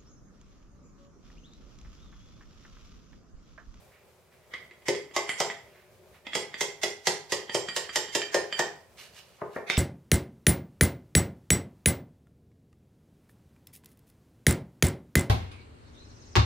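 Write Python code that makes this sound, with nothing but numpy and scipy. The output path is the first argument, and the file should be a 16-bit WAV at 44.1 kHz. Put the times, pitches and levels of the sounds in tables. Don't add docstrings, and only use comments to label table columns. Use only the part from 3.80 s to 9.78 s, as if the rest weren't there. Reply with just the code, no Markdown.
import sys
import numpy as np
from scipy import signal
from scipy.fft import rfft, irfft
from scipy.io import wavfile
from scipy.ndimage import uniform_filter1d

SR = 44100
rng = np.random.default_rng(int(sys.argv[2]) if len(sys.argv) > 2 else 0)


def master(y):
    cut = np.clip(np.atleast_2d(y).T, -1, 1)
    pcm = np.round(cut * 32767)
    wavfile.write(sys.argv[1], SR, pcm.astype(np.int16))


def attenuation_scalar(level_db):
    decades = np.asarray(level_db, float) / 20
    return 10 ** decades


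N = 263629
HZ = np.fft.rfftfreq(N, 1 / SR)


def read(table, hz):
    table_hz, value = np.transpose(table)
    return np.interp(np.log(hz + 1), np.log(table_hz), value)


def colour(x, spectrum):
    log_gain = np.log(attenuation_scalar(read(spectrum, HZ)))
    cepstrum = irfft(log_gain, N)
    cepstrum[1:N // 2] *= 2
    cepstrum[N // 2:] = 0
    rms_gain = np.sqrt(np.mean(np.exp(2 * log_gain)))
    return irfft(rfft(x) * np.exp(rfft(cepstrum)) / rms_gain, N)


def add(track, start_s, sound):
    i = int(start_s * SR)
    track[i:i + len(sound)] += sound[:N - i]


def ring(modes, scatter_db=0.0, detune=0.00338, rough=0.56, rise_s=0.00035):
    t = np.arange(SR // 2) / SR
    hz, db, t60_s = np.transpose(modes)[:, :, None]
    size, tune = rng.standard_normal((2, len(hz), 1))
    shake = rng.standard_normal((2, len(hz), len(t) // 150 + 1))
    shake = uniform_filter1d(np.repeat(shake, 150, axis=2), size=150)[..., :len(t)]
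    waver = 1 + rough * (shake[0] + 1j * shake[1])
    waves = waver * np.exp(2j * np.pi * hz * (1 + detune * tune) * t)
    decay = attenuation_scalar(db + scatter_db * size - 60 * t / t60_s)
    onset = np.sin(np.pi / 2 * np.minimum(t / rise_s, 1)) ** 2
    return np.sum(decay * waves.imag, axis=0) * onset


def burst(t60_s, spiky_db=0.):
    t = np.arange(SR // 8) / SR
    noise = rng.standard_normal(len(t))
    return noise * attenuation_scalar(spiky_db * rng.standard_normal(len(t)) - 60 * t / t60_s)


# freq_hz, likeness_0_to_1
ALIKE = [(60, .7), (300, 0.76), (1000, 0.74), (4000, 0.29), (10000, 0.34)]


def pair(make):
    alike = np.clip(read(ALIKE, HZ), 0, 1)
    mid = rfft(make(), N) * np.sqrt((1 + alike) / 2)
    side = rfft(make(), N) * np.sqrt((1 - alike) / 2)
    return np.array([mid + side, mid - side])


# freq_hz, density_db
TONE_SPECTRUM = [(12, -31), (20, -47), (65, -1), (164, -5), (323, -16.5), (371, -3), (465, -6.5),
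                 (599, -4.5), (709, -10.5), (1180, -15), (1790, -19.5), (2370, -17.5), (2730, -22),
                 (15100, -28.5), (16500, -28)]


def room_tone():
    swell = np.repeat(rng.standard_normal(N // 3000 + 1), 3000)[:N]
    swell = uniform_filter1d(swell, size=3000)
    tone = irfft(pair(lambda: colour(rng.standard_normal(N), TONE_SPECTRUM)), N)
    return attenuation_scalar(-60.5 + 1.7 * swell) * tone


# freq_hz, t60_s
ROOM_T60 = [(100, 0.5), (500, 0.4), (2000, 0.41), (6000, 0.3859), (14000, 0.15)]


def echoes():
    t = np.arange(SR // 2) / SR
    out = 0
    for hz in 62.5 * 2. ** np.arange(8):
        edges_hz = [hz / np.sqrt(2), hz * (np.sqrt(2) if hz < 8000 else 2.5)]
        octave = signal.butter(2, edges_hz, "bandpass", fs=SR, output="sos")
        band = signal.sosfilt(octave, rng.standard_normal(len(t)))
        t60_s = read(ROOM_T60, hz)
        out = out + band * attenuation_scalar(-60 * t / t60_s) / np.sqrt(t60_s * SR / np.log(1e6))
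    return out * np.clip(t / 0.0038, 0, 1)


# freq_hz, difference_db
BALANCE = [(60, 12), (110, 3.5), (200, 1.5), (380, 2.5), (700, 2), (1290, 0.5), (2380, -3.5), (4400, -8.5),
           (8120, -2), (15000, 5.5)]
# freq_hz, lead_rad
LEAD = [(300, 0.46), (1700, -0.33), (3200, -0.095), (4700, .2), (7300, 1.7), (11000, 1.6), (14000, 0.13)]


def in_room(close):
    lean = attenuation_scalar(read(BALANCE, HZ) / 2) * np.exp(.5j * read(LEAD, HZ))
    direct_gain, echo_gain = attenuation_scalar(-3.5), attenuation_scalar(-4.5)
    heard = np.array([lean, 1 / lean]) * (direct_gain + echo_gain * pair(echoes))
    ears = []
    for response in heard:
        impulse = np.roll(irfft(response, N), 512)[:SR // 2]
        ears.append(signal.fftconvolve(close, impulse)[512:N + 512])
    return np.array(ears)


def slip(moves, spectrum, grain_db):
    t = np.arange(N) / SR
    gain = 0
    for peak_s, db, swell_s, fade_s in moves:
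        shape = np.minimum(1 + (t - peak_s) / swell_s, 1 - (t - peak_s) / fade_s)
        gain = gain + attenuation_scalar(db) * np.clip(shape, 0, 1)
    grain = uniform_filter1d(rng.standard_normal(N), size=100) * 10
    grains = rng.standard_normal(N) * attenuation_scalar(grain_db * grain)
    return gain * colour(grains / np.std(grains), spectrum)


# peak_s, level_db, swell_s, fade_s
RUSTLES = [
    (.125, -59.5, 0.019, 0.12),
    (.53, -61.5, 0.028, 0.05),
    (.636, -63, 0.038, .04),
    (1.98, -60, .2, 0.13),
    (2.205, -80, .01, 0.031),
    (2.346, -57, .02, 0.055),
]
# freq_hz, density_db
RUSTLE_SPECTRUM = [(700, -10.5), (1200, 1), (2200, 4), (3500, -7), (6000, -16)]


def cloth_rustle():
    return slip(RUSTLES, RUSTLE_SPECTRUM, grain_db=2.3)


# peak_s, level_db, swell_s, fade_s
DRONES = [
    (1.82, -58.5, .03, 0.36),
    (2.1, -65, 0.028, 0.055),
    (2.22, -56, .06, 0.1),
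    (2.46, -60, 0.085, 0.02),
]
# freq_hz, density_db
DRONE_SPECTRUM = [(59, -45), (100, -12), (135, -22), (187, -9.5), (272, -44.5), (371, -3), (458, -18),
                  (600, -4), (714, -32), (1000, -23), (1300, -66), (2200, -120)]


def far_drone():
    return slip(DRONES, DRONE_SPECTRUM, grain_db=0.89)


# peak_s, level_db, swell_s, fade_s
DRAGS = [
    (5.19, -44.5, 0.025, 0.11),
    (5.39, -47.5, 0.07, 0.028),
    (5.5, -63, .08, 0.33),
    (5.76, -57, 0.056, 0.068),
]
# freq_hz, density_db
DRAG_SPECTRUM = [(590, -18), (1000, -12.5), (2710, -5.5), (2910, -0.5), (3080, -8), (7780, -13),
                 (14700, -23.5), (15700, -37), (16500, -66.5)]


def cloth_drag():
    return slip(DRAGS, DRAG_SPECTRUM, grain_db=3.1)


# freq_hz, level_db, t60_s
BENCH = [(155, -7, .2), (368, 1.5, .3), (414, 3, .34), (480, -8, .2), (537, -1, .22), (573, -6, .2)]
# freq_hz, level_db, t60_s
BOARD = [(669, -4, .5), (720, -1, .2), (808, 0, .22), (896, -1, .2), (1012, -2, .22)]


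def bench(tracks, start_s, boom_db, knock_db):
    add(tracks["tones"], start_s, attenuation_scalar(boom_db - 7.5) * ring(BENCH, rough=0.2, rise_s=0.0077))
    add(tracks["tones"], start_s, attenuation_scalar(knock_db - 11.0) * ring(BOARD, rough=0.41, rise_s=0.0026))
    add(tracks["boom"], start_s, attenuation_scalar(boom_db + 5.5) * burst(.08))
    add(tracks["knock"], start_s, attenuation_scalar(knock_db + 4.0) * burst(0.051))


# start_s, push_db, boom_db, knock_db, edge_db
THUDS = [
    (5.617, -26.5, -30, -31, -50),
    (5.761, -26, -29.5, -28, -32),
    (5.898, -34, -35, -33, -45),
]
# start_s, level_db
FLICKS = [
    (5.751, -56),
    (5.76, -55),
]
# start_s, level_db
CLINKS = [
    (5.8998, -19),
    (5.907, -29),
    (5.921, -31),
    (5.936, -35),
    (5.971, -27),
]
# freq_hz, level_db, t60_s
PARTS = [(2190, -3, .25), (2600, -6, .15), (3000, -5, .15), (3650, 0, .22), (4400, -14, .1),
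         (5250, -5, .18), (6800, -15, .12), (8600, -22, .1)]


def lay_down(tracks):
    for start_s, push_db, boom_db, knock_db, edge_db in THUDS:
        add(tracks["push"], start_s, attenuation_scalar(push_db + 3.0) * burst(.03))
        add(tracks["edge"], start_s, attenuation_scalar(edge_db) * burst(.05))
        bench(tracks, start_s, boom_db - 4.5, knock_db - 1.5)
    for start_s, db in FLICKS:
        add(tracks["flick"], start_s, attenuation_scalar(db) * burst(.05))
    for start_s, db in CLINKS:
        add(tracks["tones"], start_s, attenuation_scalar(db - 12.5) * ring(PARTS, rough=1.1, detune=.02))
        add(tracks["clink"], start_s, attenuation_scalar(db + 11) * np.ones(1))
        add(tracks["clink"], start_s, attenuation_scalar(db + 8) * burst(.009))


# time_s, first_bend_hz, second_bend_hz
BENDS = [
    (.74, 2075, 3310),
    (1.15, 2070, 3340),
    (1.5, 2020, 3230),
    (2.45, 1995, 3345),
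    (3.05, 1985, 3350),
    (3.3, 1970, 3190),
    (3.8, 1897, 3190),
    (4.44, 1815, 3150),
]
# multiple_of_bend, level_db, t60_s
FIRST_BEND = [(1, -3, 0.11), (1.04, -5.5, 0.072), (.96, -9.5, 0.076)]
SECOND_BEND = [(0.99, 1.5, 0.13), (0.75, -5, 0.084), (0.53, -4.5, 0.022)]
THIRD_BEND = [(0.999, 4.5, 0.13), (1.568, -4.5, 0.22)]


def shaft(start_s, first_db, second_db, third_db):
    times_s, first_bend_hz, second_bend_hz = np.transpose(BENDS)
    first_hz = np.interp(start_s, times_s, first_bend_hz)
    second_hz = np.interp(start_s, times_s, second_bend_hz)
    third_hz = 4800 + .45 * (first_hz - first_bend_hz[0])
    groups = [(FIRST_BEND, first_hz, first_db), (SECOND_BEND, second_hz, second_db),
              (THIRD_BEND, third_hz, third_db)]
    modes = []
    for group, bend_hz, bend_db in groups:
        modes += [(bend_hz * k, db + bend_db, t60_s) for k, db, t60_s in group]
    return ring(modes, rough=.55, scatter_db=2.0)


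# freq_hz, level_db, t60_s
HEAD = [(7414, 5, .24), (8600, 0, .24), (6600, -8, .14), (9670, -13, .15), (10600, -11, .2),
        (11000, -8, .16), (11500, -12, .1), (12300, -17, .15), (13300, -14, .16), (15000, -20, .1)]


def hammer_head(rough, scatter_db):
    return ring(HEAD, rough=rough, scatter_db=scatter_db)


# start_s, first_bend_db, second_bend_db, third_bend_db, head_db
BRUSHES = [(0.7372, -24, -41, -57, -65), (0.9108, -43, -63, -74, -75), (1.0201, -56, -65, -75, -80),
           (1.1484, -33, -40.5, -48, -55), (1.3114, -52, -58, -62, -75), (1.492, -18.5, -33, -44, -40),
           (1.7, -27.5, -44, -53, -58), (2.4673, -29, -39, -58, -62), (2.533, -31, -39, -46, -60),
           (2.7417, -33, -44.5, -53, -58), (3.695, -33, -37, -47, -58), (3.8861, -31, -33, -36.5, -52),
           (4.0926, -37, -38, -44, -60), (4.2835, -38, -46, -52, -62), (4.4173, -28, -37, -37, -54),
           (4.7257, -33, -30.5, -39, -52)]


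def brushes(tracks):
    for start_s, first_db, second_db, third_db, head_db in BRUSHES:
        tick_db = (first_db + second_db) / 2 - 3.5
        add(tracks["tones"], start_s, attenuation_scalar(head_db) * hammer_head(rough=.3, scatter_db=2.5))
        add(tracks["crack"], start_s, attenuation_scalar(head_db + 11) * burst(.03, spiky_db=2.5))
        add(tracks["tones"], start_s, attenuation_scalar(-0.5) * shaft(start_s, first_db, second_db + 2.0, third_db - .8))
        add(tracks["tick"], start_s, attenuation_scalar(tick_db + 5.5) * burst(.04, spiky_db=3))
        add(tracks["tick"], start_s, attenuation_scalar(tick_db + 17) * np.ones(1))
        add(tracks["knock"], start_s, attenuation_scalar(tick_db - 7) * burst(.05))
        add(tracks["push"], start_s, attenuation_scalar(-16.5 + .6 * tick_db) * burst(.05))


# start_s, crack_db, upper_bends_db, boom_db, knock_db
BLOWS = [(1.0834, -28.5, -43.5, -21.5, -36), (1.3633, -27, -39, -29.5, -25.5),
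         (1.6018, -26, -37, -29.5, -22), (2.5516, -27.5, -28.5, -29.5, -29),
         (2.8086, -25.5, -29, -31, -33.5), (3.033, -26, -34, -29, -32), (3.2701, -22.5, -34, -26.5, -28.5),
         (3.5209, -26, -34, -31.5, -33.5), (3.7454, -26.5, -27.5, -30, -27.5), (3.9639, -26, -33, -36, -35),
         (4.1579, -23.5, -26.5, -30, -33.5), (4.35, -23.5, -27, -28.5, -29.5),
         (4.5438, -27, -34.5, -23.5, -23.5), (4.792, -28.5, -33, -28, -25)]


def blows(tracks):
    for start_s, crack_db, upper_db, boom_db, knock_db in BLOWS:
        glance_db = upper_db + 33.5
        first_db = -22.5 - 0.18 * glance_db
        head_db = crack_db - 12.5 + 1.8 * min(glance_db + 2.5, 0)
        add(tracks["tones"], start_s, shaft(start_s, first_db, upper_db, upper_db - 11.5))
        add(tracks["tones"], start_s, attenuation_scalar(head_db) * hammer_head(rough=0.22, scatter_db=1.6))
        add(tracks["snap"], start_s, attenuation_scalar(crack_db + 3.0) * burst(.008))
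        add(tracks["crack"], start_s, attenuation_scalar(crack_db + 5.5) * burst(.07, spiky_db=2.5))
        bench(tracks, start_s + 0.0013, boom_db, knock_db)


# freq_hz, density_db
SNAP = [(1000, -12), (3000, 0), (8000, -4.5), (12000, -8), (15500, -14), (16500, -40)]
CRACK = [(530, -28), (900, 1), (1210, -14.5), (1960, -5), (2660, -7.5), (2860, -4), (4220, -8.5),
         (5300, -2.5), (7290, -4.5), (15300, -39.5), (16500, -56)]
TICK = [(300, -40), (800, -9), (1500, -8.5), (2050, -0.5), (2700, -7), (3300, -4), (4000, -14), (6000, -24),
        (9000, -45), (14000, -70)]
BOOM = [(60, -26), (150, -6), (240, -10.5), (330, -2), (420, 2), (540, 2.5), (680, -14), (1000, -25.5),
        (3000, -70)]
KNOCK = [(300, -30), (600, -1), (800, -0.5), (1100, -5), (1500, -9.5), (2200, -25), (5000, -70)]
PUSH = [(35, -40), (60, -10), (165, -2), (400, 3), (1220, -13), (1470, -10), (1750, -22), (2040, -22),
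        (2500, -38), (3250, -64), (5500, -120)]
EDGE = [(500, -40), (1000, -8), (1400, -14), (2000, 0), (2400, -12), (3200, -35), (6000, -70)]
FLICK = [(2500, -25), (5000, -3), (9000, 0), (15000, -6)]
CLINK = [(500, -30), (1200, -9), (2200, 4), (3600, -1), (4400, -12), (5200, -4), (7000, -12), (11000, -21),
         (16000, -30)]


def hammer():
    spectra = dict(snap=SNAP, crack=CRACK, tick=TICK, boom=BOOM, knock=KNOCK, push=PUSH, edge=EDGE,
                   flick=FLICK, clink=CLINK)
    tracks = {name: np.zeros(N) for name in ["tones", *spectra]}
    blows(tracks)
    brushes(tracks)
    lay_down(tracks)
    return tracks["tones"] + sum(colour(tracks[name], spectrum) for name, spectrum in spectra.items())


def scene():
    close = hammer() + cloth_drag() + cloth_rustle() + far_drone()
    low_cut = signal.butter(2, 100, "highpass", fs=SR, output="sos")
    return in_room(signal.sosfilt(low_cut, close)) + room_tone()


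def camera_rounding(x):
    hop, band, early = 960, 16, 600
    round_db, treble_db, octave_db, patchy_db = 9, 7.6, 5.5, 10
    x = np.pad(x, ((0, 0), (hop + early, 3 * hop - (N + early) % hop)))
    n, k = np.arange(2 * hop), np.arange(hop)
    window = np.sin(np.pi * (n + .5) / (2 * hop))
    basis = window * np.cos(np.pi / hop * np.outer(k + .5, n + .5 + hop / 2))
    lines = np.lib.stride_tricks.sliding_window_view(x, 2 * hop, axis=1)[:, ::hop] @ basis.T
    level = np.sqrt(np.mean(lines.reshape(*lines.shape[:2], -1, band) ** 2, axis=3))
    hz = (np.arange(hop // band) + .5) * band * SR / (2 * hop)
    step = level * attenuation_scalar(-round_db) * np.sqrt(12) * np.minimum(hz / 1200, 1) ** 1.5 + 1e-12
    middle = level[..., (hz > 1500) & (hz < 7500)].mean(axis=(0, 2))
    lasting = np.minimum(middle, np.roll(middle, 1))[:, None]
    patches = rng.standard_normal((len(lasting) // 3 + 1, len(hz)))
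    patches = np.repeat(patches, 3, axis=0)[:len(lasting)]
    mask_db = patchy_db * patches - treble_db - octave_db * np.log2(hz / 7600)
    masked = (hz > 7600) * lasting * attenuation_scalar(mask_db)
    step = np.repeat(np.maximum(step, masked), band, axis=2)
    frames = np.round(lines / step) * step @ basis * 2 / hop
    out = frames[:, 1:, :hop] + frames[:, :-1, hop:]
    return out.reshape(2, -1)[:, early:early + N]


def low_pass(x):
    return signal.sosfilt(signal.butter(12, 15600, fs=SR, output="sos"), x)


def record(dry):
    mix = camera_rounding(dry)
    return low_pass(mix)


dry = scene()
out = record(dry)
master(out)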